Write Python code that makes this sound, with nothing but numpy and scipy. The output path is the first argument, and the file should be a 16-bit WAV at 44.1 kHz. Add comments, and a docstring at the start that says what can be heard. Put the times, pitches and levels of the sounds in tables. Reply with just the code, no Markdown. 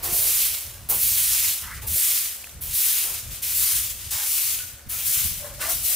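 """Sweeping a yard with a stiff broom

A broom of dried stalks makes eight strokes on concrete: random ticks, coloured as hiss and rasp.
Sandals scuff (gritty noise), grit ticks (short rings), and gliding fuzzy tones whistle, slide and scrape.
Uneven low noise buffets the microphone over a faint hum of sines and a quiet outdoor background.
"""
import sys
import numpy as np
from scipy import signal
from scipy.fft import rfft, irfft, next_fast_len
from scipy.io import wavfile
from scipy.ndimage import uniform_filter1d, map_coordinates

SR = 44100
rng = np.random.default_rng(int(sys.argv[2]) if len(sys.argv) > 2 else 0)


def to_wav(sig):
    """Store sig (one row per channel, or 1-D mono) as 16-bit WAV at the path in sys.argv[1].

    Samples outside -1..1 are clipped; the rate is SR.
    """
    pcm = np.clip(np.atleast_2d(sig), -1, 1) * 32767
    pcm = np.round(pcm).astype(np.int16)
    wavfile.write(sys.argv[1], SR, pcm.T)  # frames by channels


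N = 262395  # length in samples


def amp(db):
    """Turn decibels into a gain."""
    return 10 ** (np.asarray(db) / 20)


def unit(x):
    """Scale to an rms (average strength) of 1."""
    return x / np.sqrt(np.mean(x ** 2) + 1e-20)


def clock():
    """The time of every sample in seconds."""
    return np.arange(N) / SR


def along(points, hz):
    """Read a curve of (Hz, value) points on a logarithmic pitch axis."""
    f, v = np.transpose(points)
    return np.interp(np.log(hz + 1), np.log(f + 1), v)


def curves(rows):
    """Join the rows into one smooth-running value per sample for each column after the time."""
    s, *cols = np.transpose(rows)
    return [np.interp(clock(), s, c) for c in cols]


def wobble(rate):
    """A smooth random curve through `rate` random points a second."""
    points = rng.standard_normal(int(N * rate / SR) + 4)
    return map_coordinates(points, [np.arange(N) * rate / SR])


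def ramp(t, rise_s):
    """A smooth step from 0 to 1 that starts at t = 0."""
    return np.sin(np.pi / 2 * np.clip(t / rise_s, 0, 1)) ** 2


def filtered(x, response):
    """Multiply the spectrum of x by a response that depends on frequency."""
    size = next_fast_len(x.shape[-1] + 8192)  # spare room so the end does not wrap to the start
    spectrum = rfft(x, size) * response(np.fft.rfftfreq(size, 1 / SR))
    return irfft(spectrum, size)[..., :x.shape[-1]]


def stereo(pair, colour, side_db):
    """Turn two unrelated signals into a coloured left and right of rms 1."""
    mid, side = filtered(pair, lambda hz: amp(colour(hz)))
    side = amp(side_db) * side
    return unit(np.array([mid + side, mid - side]))


def noise(spectrum, side_db):
    """Stereo noise of rms 1 with the given spectrum."""
    return stereo(rng.standard_normal((2, N)), lambda hz: along(spectrum, hz), side_db)


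def fuzzy_tone(rows, blur_hz):
    """Noise in one narrow resonance: a tone that follows the rows, blurred by random wobbling."""
    pitch_hz, db = curves(rows)
    phase = 2 * np.pi * np.cumsum(pitch_hz) / SR
    tone = wobble(blur_hz) * np.cos(phase) + wobble(blur_hz) * np.sin(phase)
    return amp(db) * unit(tone)


# Colour of the outdoor background. Each row: pitch in Hz, relative level in dB.
YARD_COLOUR = [(30, -20), (70, -30), (150, -10.5), (300, -5.5), (600, 1.5), (1200, 0), (3000, -4.5),
               (8000, -6), (15000, -5)]
# How loud the background is over time. Each row: time in seconds, level in dB.
BACKGROUND_LEVEL = [(0, -40), (.8, -48.5), (2.2, -51), (3.3, -49), (4.4, -54.5), (5.95, -47)]
# Tones of the far hum. Each row: pitch in Hz, rms level in dB.
HUM_TONES = [(59.5, -64), (72, -59), (240.5, -67.5), (349.5, -71), (421, -77), (479, -71), (561, -69.5),
             (712, -73), (796, -75.5)]


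def yard():
    """Broad noise for the outdoors, and sines with wandering phase for a slightly unsteady far hum."""
    t = clock()
    hum = 0
    for hz, db in HUM_TONES:
        hum = hum + amp(db) * np.sqrt(2) * np.sin(2 * np.pi * hz * t + 1.4 * wobble(6.7))
    background_db, = curves(BACKGROUND_LEVEL)
    return hum + amp(background_db) * noise(YARD_COLOUR, side_db=-8.0)


# Colour of air pushing on the microphone. Each row: pitch in Hz, relative level in dB.
BUFFET_COLOUR = [(15, -28), (30, -4), (50, 2.5), (80, 4), (120, -2), (170, -12), (260, -20.5), (500, -29),
                 (1200, -66)]
# Colour of small eddies at each microphone port. Each row: pitch in Hz, relative level in dB.
EDDY_COLOUR = [(40, -1), (90, 8.5), (130, 0.5), (220, -5.5), (350, -29), (800, -29)]
# Gusts on the microphone. Each row: start in seconds, length in seconds, level in dB.
GUST_TIMES = [(-.02, 0.2, -42), (.17, 0.4, -48), (0.631, 0.51, -43.5), (1.087, 0.47, -46.5),
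              (1.603, 0.28, -42.5), (1.75, 0.23, -39), (2.518, 0.246, -42), (3.035, 0.66, -47.5),
              (3.215, 0.14, -39.5), (3.71, 0.48, -45.5), (4.42, 0.35, -52), (4.826, 0.31, -46),
              (5.144, 0.19, -40.5), (5.31, .38, -44), (5.714, .16, -43)]
# Sharp puffs of air. Each row: time of the peak in seconds, level in dB.
PUFF_TIMES = [(.13, -32.5), (.97, -39), (1.92, -49), (2.69, -47), (3.291, -60.5), (3.76, -43),
              (4.872, -38.5), (5.215, -38.5), (5.256, -29.5), (5.322, -33)]
GUST_EDGE_S, CALM_DB = 0.031, -58  # rise and fall of a gust; the air between gusts
EDDY_DB = -10.5  # eddies relative to the gust that sheds them


def wind():
    """Gusts thump the microphone in uneven lumps; gusts and sharp puffs shed eddies at each port."""
    t = clock()
    power = amp(CALM_DB) ** 2
    for s, length, db in GUST_TIMES:
        swell = ramp(t - s, GUST_EDGE_S) * ramp(s + length - t, GUST_EDGE_S)
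        power = power + (amp(db) * swell) ** 2
    air = np.sqrt(power)
    lumps = amp(1.26 * wobble(24))
    push = air * unit(noise(BUFFET_COLOUR, side_db=-14.0) * lumps)
    puffs = sum(amp(db) * np.exp(-((t - s) / 0.0093) ** 2) for s, db in PUFF_TIMES)
    return push + (amp(EDDY_DB) * air + puffs) * noise(EDDY_COLOUR, side_db=-4)


# The broom strokes. Each row: start in seconds, hiss at first touch in dB, how fast the touch fades in dB
# per second (negative grows), touch length in seconds, hiss of the push in dB, push length in seconds,
# fade as the broom lifts in dB per second, rasp at the touch in dB, rasp at full pressure in dB,
# treble tilt at first touch in dB per octave, relative stereo spread at first touch and at the end in dB.
BROOM_STROKES = [(0.021, -23.5, 28, 0.087, -17.5, .37, 83.5, -29, -30, 7, -9, -3),
                 (0.885, -17.5, 42.5, 0.1, -17, 0.5, 94, -28, -28.5, 8, -11, -2.5),
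                 (1.861, -22, 15, 0.065, -17, .23, 79.5, -32.5, -28.5, 5.5, -12, 3),
                 (2.602, -32, -28, 0.12, -17.5, .29, 70.5, -39, -29.5, 9, -10, -1),
                 (3.413, -24.5, -10, 0.12, -18, 0.23, 78.5, -33, -30, 2, -8, -2),
                 (4.098, -23.5, 8.5, 0.16, -20.5, 0.27, 100.5, -33.5, -31, -2, -7.5, 1),
                 (4.883, -28, -7, 0.15, -19.3, .21, 79, -36.5, -30.5, 6, -7.5, 0),
                 (5.597, -27.5, 4.5, .225, -18.5, 0.1, 88, -37, -32, -1, -5.5, -2)]
# The tips graze the ground as the broom swings back.
# Each row: start in seconds, length in seconds, hiss in dB, rasp in dB.
RETURN_GRAZES = [(1.74, 0.089, -41.5, -44), (1.817, 0.09, -36, -44), (3.14, 0.088, -35, -35.5),
                 (3.304, 0.17, -36.5, -41.5), (3.896, 0.06, -32, -39), (3.974, 0.32, -38, -42),
                 (5.537, 0.21, -44, -48), (5.686, 0.11, -21.5, -36.5)]
TOUCH_RISE_S, RASP_RISE_S = 0.018, 0.025  # the tips land first, the stalks follow
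PUSH_RISE_S, PUSH_SAG_DB = 0.047, 2.5  # the arm speeds up; the hiss eases over the push
# The rasp grows by PRESS_DB up to this share of the push; it fades at this share of the hiss's rate.
PRESS_DB, PRESS_PEAK, RASP_FADE = 5, 0.83, 0.79


def sweep():
    """Levels in dB of hiss and rasp as each stroke touches, pushes and lifts; the return may graze."""
    hiss, rasp = np.zeros((2, N))  # summed as power
    for s, touch_db, touch_fade, touch_s, push_db, push_s, fade, touch_rasp_db, rasp_db, *_ in BROOM_STROKES:
        t = clock() - s
        pushing = ramp(t - touch_s, PUSH_RISE_S)
        touching = (1 - pushing) * amp(-touch_fade * np.clip(t, 0, touch_s + PUSH_RISE_S))
        bend = np.clip((t - touch_s) / push_s, 0, 1)
        slack_db = PRESS_DB * (1 - bend / PRESS_PEAK) ** 2
        lift_db = fade * np.maximum(t - touch_s - push_s, 0)
        touch_hiss = touching * ramp(t, TOUCH_RISE_S) * amp(touch_db)
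        push_hiss = pushing * amp(push_db - PUSH_SAG_DB * bend - lift_db)
        hiss += (touch_hiss + push_hiss) ** 2
        touch_rasp = touching * ramp(t, RASP_RISE_S) * amp(touch_rasp_db)
        push_rasp = pushing * amp(rasp_db - slack_db - RASP_FADE * lift_db)
        rasp += (touch_rasp + push_rasp) ** 2
    for s, length, hiss_db, rasp_db in RETURN_GRAZES:
        swell = np.sin(np.pi * np.clip((clock() - s) / length, 0, 1) ** 0.42) ** 2
        hiss += swell * amp(hiss_db) ** 2
        rasp += swell * amp(rasp_db) ** 2
    return 10 * np.log10(np.array([hiss, rasp]) + 1e-9)


def slips(level_db, spectrum, full_rate, thinning):
    """Stalks catch and slip at random (full_rate a second); the lighter the touch, the fewer take part."""
    share = full_rate / SR * amp(thinning * (level_db - level_db.max()))
    share = np.clip(share, 1e-3, 1)
    ticks = (rng.random((2, N)) < share) * rng.standard_normal((2, N))
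    ticks = ticks / np.sqrt(share)  # fewer ticks are stronger, so the level is set below alone
    return amp(level_db) * unit(filtered(ticks, lambda hz: amp(along(spectrum, hz))))


# Colour of the hissing stalk tips. Each row: pitch in Hz, relative level in dB.
TIP_COLOUR = [(1500, -37), (4000, -12), (7000, -8), (10000, -2.5), (12500, -2), (15300, -1.5)]
# Colour of the rasping, pressed stalks. Each row: pitch in Hz, relative level in dB.
STALK_COLOUR = [(250, -28.5), (700, -23.5), (1200, -13), (1700, -10), (2200, -4.5), (3000, -2),
                (4500, -4.5), (7000, -3), (10000, -4.5), (15000, -22)]
# The treble spreads wider than the middle. Each row: pitch in Hz, relative side level in dB.
SPREAD_BY_PITCH = [(300, -51), (1400, -10), (3100, -7.5), (6000, -0.5), (10000, 0), (15000, 0.5)]
# The broom works its way to the left: left minus right at 13 kHz, at the start and its change.
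PLACE_DB, DRIFT_DB_PER_S = -0.9, 0.77


def broom():
    """Light tips hiss and pressed stalks rasp; their colour and stereo spread change along each stroke."""
    tips_db, stalks_db = sweep()
    tips = slips(tips_db, TIP_COLOUR, full_rate=40000, thinning=.55)
    stalks = slips(stalks_db, STALK_COLOUR, full_rate=26000, thinning=.55)
    # bundles of stalks judder together over the rough ground
    judder = amp(0.34 * wobble(14) + 0.61 * wobble(55) + 0.081 * wobble(260))
    hz, t, z = signal.stft((tips + stalks) * judder, SR, nperseg=256)
    start, *_, tilt_first, spread_first, spread_last = np.transpose(BROOM_STROKES)
    stroke = np.clip(np.searchsorted(start, t, side="right") - 1, 0, None)
    # progress runs from 0 to 1 until the next stroke
    progress = np.clip((t - start[stroke]) / np.diff(start, append=N / SR)[stroke], 0, 1)
    # the treble tilt of the first touch is soon lost as the stalks bend
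    tilt_db = tilt_first[stroke] * np.exp(-progress / 0.13) - 0.39 * progress
    octaves = np.log2(np.maximum(hz, 7000) / 11000)[:, None]
    z = z * amp(tilt_db * octaves)
    # each stalk rings at its own pitches for as long as it drags, so the colour keeps shifting
    field = uniform_filter1d(rng.standard_normal(z.shape[1:]), size=2, axis=0)  # neighbouring pitches
    field = uniform_filter1d(field, size=24, axis=1)  # neighbouring moments
    mid, side = z * amp(1.14 * unit(field))
    # the stroke starts in front and fans out to the side
    spread_db = spread_first[stroke] + (spread_last - spread_first)[stroke] * progress
    side = side * amp(along(SPREAD_BY_PITCH, hz)[:, None] + spread_db)
    # mostly the treble shifts between left and right
    shade_db = (PLACE_DB + DRIFT_DB_PER_S * t) * (hz[:, None] / 13000)
    left = (mid + side) * amp(shade_db / 2)
    right = (mid - side) * amp(-shade_db / 2)
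    return signal.istft(np.array([left, right]), nperseg=256)[1][:, :N]


# Sandal scuffs. Each row: start in seconds, length in seconds, level in dB, centre pitch in Hz,
# width in octaves.
SANDAL_SCUFFS = [(0.023, 0.18, -38.5, 580, 1.02), (0.151, 0.22, -46.5, 563, 0.56),
                 (0.887, 0.088, -37.5, 570, 1.2), (0.941, 0.096, -45, 453, 1.5),
                 (1.82, 0.11, -44.5, 623, 2), (1.954, 0.035, -47.5, 570, 0.28),
                 (2.631, 0.11, -56, 696, 0.4), (3.034, 0.17, -45.5, 700, 1.2),
                 (4.112, 0.22, -39.5, 1660, 1.1), (4.892, 0.22, -47.5, 1435, 1.3),
                 (5.425, 0.15, -45, 825, 0.96), (5.604, 0.092, -32.5, 1970, 0.76),
                 (5.589, 0.22, -35.5, 1080, 1.65), (5.883, 0.12, -50.5, 660, 0.23)]


def scuffs():
    """A sole drags briefly: a quick swell of dull, gritty friction with chance resonances."""
    out, t = np.zeros((2, N + SR)), np.arange(SR // 2) / SR
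    for s, length, db, hz_mid, octaves in SANDAL_SCUFFS:
        # strongly uneven noise sounds like grains
        grains = rng.standard_normal((2, len(t))) * amp(5.0 * rng.standard_normal(len(t)))
        resonances = np.column_stack([np.geomspace(200, 5000, 64), rng.standard_normal(64)])

        def colour(hz):
            distance = np.log2((hz + 1) / hz_mid) / octaves
            return -14 * np.log10(1 + distance ** 4) + 4.0 * along(resonances, hz)

        rub = stereo(grains, colour, side_db=-11.5)
        swell = np.abs(np.sin(np.pi * np.clip(t / length, 0, 1) ** 0.54))
        out[:, round(s * SR):][:, :len(t)] += amp(db) * swell * rub
    return out[:, :N]


# Flicked grit. Each row: start in seconds, level in dB, pitch in Hz.
GRIT_TICKS = [(0.262, -26, 3960), (0.549, -17.5, 4130), (.889, -19, 11200), (1.031, -8, 13000),
              (1.714, -34.5, 5400), (1.962, -25, 3500), (2.443, -22.5, 2570), (2.468, -31, 7500),
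              (2.472, -30, 1760), (2.494, -29.5, 3800), (2.544, -36, 8900), (2.626, -33, 12300),
              (2.638, -19.5, 12200), (4.59, -20.5, 3000)]


def grit():
    """Small stones and stalk ends tick on the concrete: a crack and a very short ring."""
    out, t = np.zeros((2, N + SR)), np.arange(SR // 20) / SR
    for s, db, hz in GRIT_TICKS:
        # each part falls by 60 dB in the given seconds
        ring = np.sin(2 * np.pi * hz * t) * amp(-60 * t / 0.0094)
        crack = np.diff(rng.standard_normal(len(t) + 1)) * amp(-60 * t / 0.0082)
        out[:, round(s * SR):][:, :len(t)] += amp(db) * (0.7 * ring + 0.38 * crack)
    return out[:, :N]


# Faint thin whistles far away. Each row: loudest moment in seconds, pitch in Hz, level in dB,
# fade in dB per second.
FAR_WHISTLES = [(.77, 1610, -56, 201.5), (4.61, 1475, -50.5, 71)]
WHISTLE_RISE_S = 0.058


def whistles():
    """Each far whistle is a fuzzy tone that swells quickly on one pitch and dies away."""
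    t, out = clock(), 0
    for s, hz, db, fade in FAR_WHISTLES:
        swell = ramp(t - s + WHISTLE_RISE_S, WHISTLE_RISE_S)
        decay = amp(-fade * np.maximum(t - s, 0))
        out = out + fuzzy_tone([(s, hz, db)], blur_hz=80.8) * swell * decay
    return out


# Something slides over the ground and speeds up.
# Each row: time in seconds, pitch in Hz, level in dB before the roughness.
SLIDE_PATH = [(1.57, 1450, -67), (1.635, 1480, -44), (1.68, 1530, -42.5), (1.72, 1600, -39.5),
              (1.752, 1900, -42.5), (1.785, 1800, -43.5), (1.85, 1800, -61)]


def slide():
    """Sliding friction: a very blurred tone, mostly gliding upward, with a rough, uneven level."""
    return fuzzy_tone(SLIDE_PATH, blur_hz=1298) * amp(1.8 * wobble(70))


# A hollow scrape. Each row: time in seconds, pitch in Hz, level in dB.
SCRAPE_PATH = [(5.37, 567, -73), (5.415, 595, -47), (5.44, 589, -41.5), (5.48, 565.5, -50.5),
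               (5.53, 576, -52), (5.63, 600, -47), (5.70, 679, -38.5), (5.74, 703, -50), (5.81, 682, -68)]


def scrape():
    """Scraping friction heard through one narrow, gliding resonance."""
    return fuzzy_tone(SCRAPE_PATH, blur_hz=85)


def scene():
    """Add all sounds in the open, without echo."""
    background = yard() + wind()
    sweeping = broom() + scuffs() + grit()
    return background + sweeping + whistles() + slide() + scrape()


TOP_HZ = 15620  # middle of the upper cutoff


def record(dry):
    """Remove everything above the band limit with a slope 300 Hz wide."""
    return filtered(dry, lambda hz: np.clip((TOP_HZ - hz) / 300 + .5, 0, 1))


dry = scene()
out = record(dry)
to_wav(out)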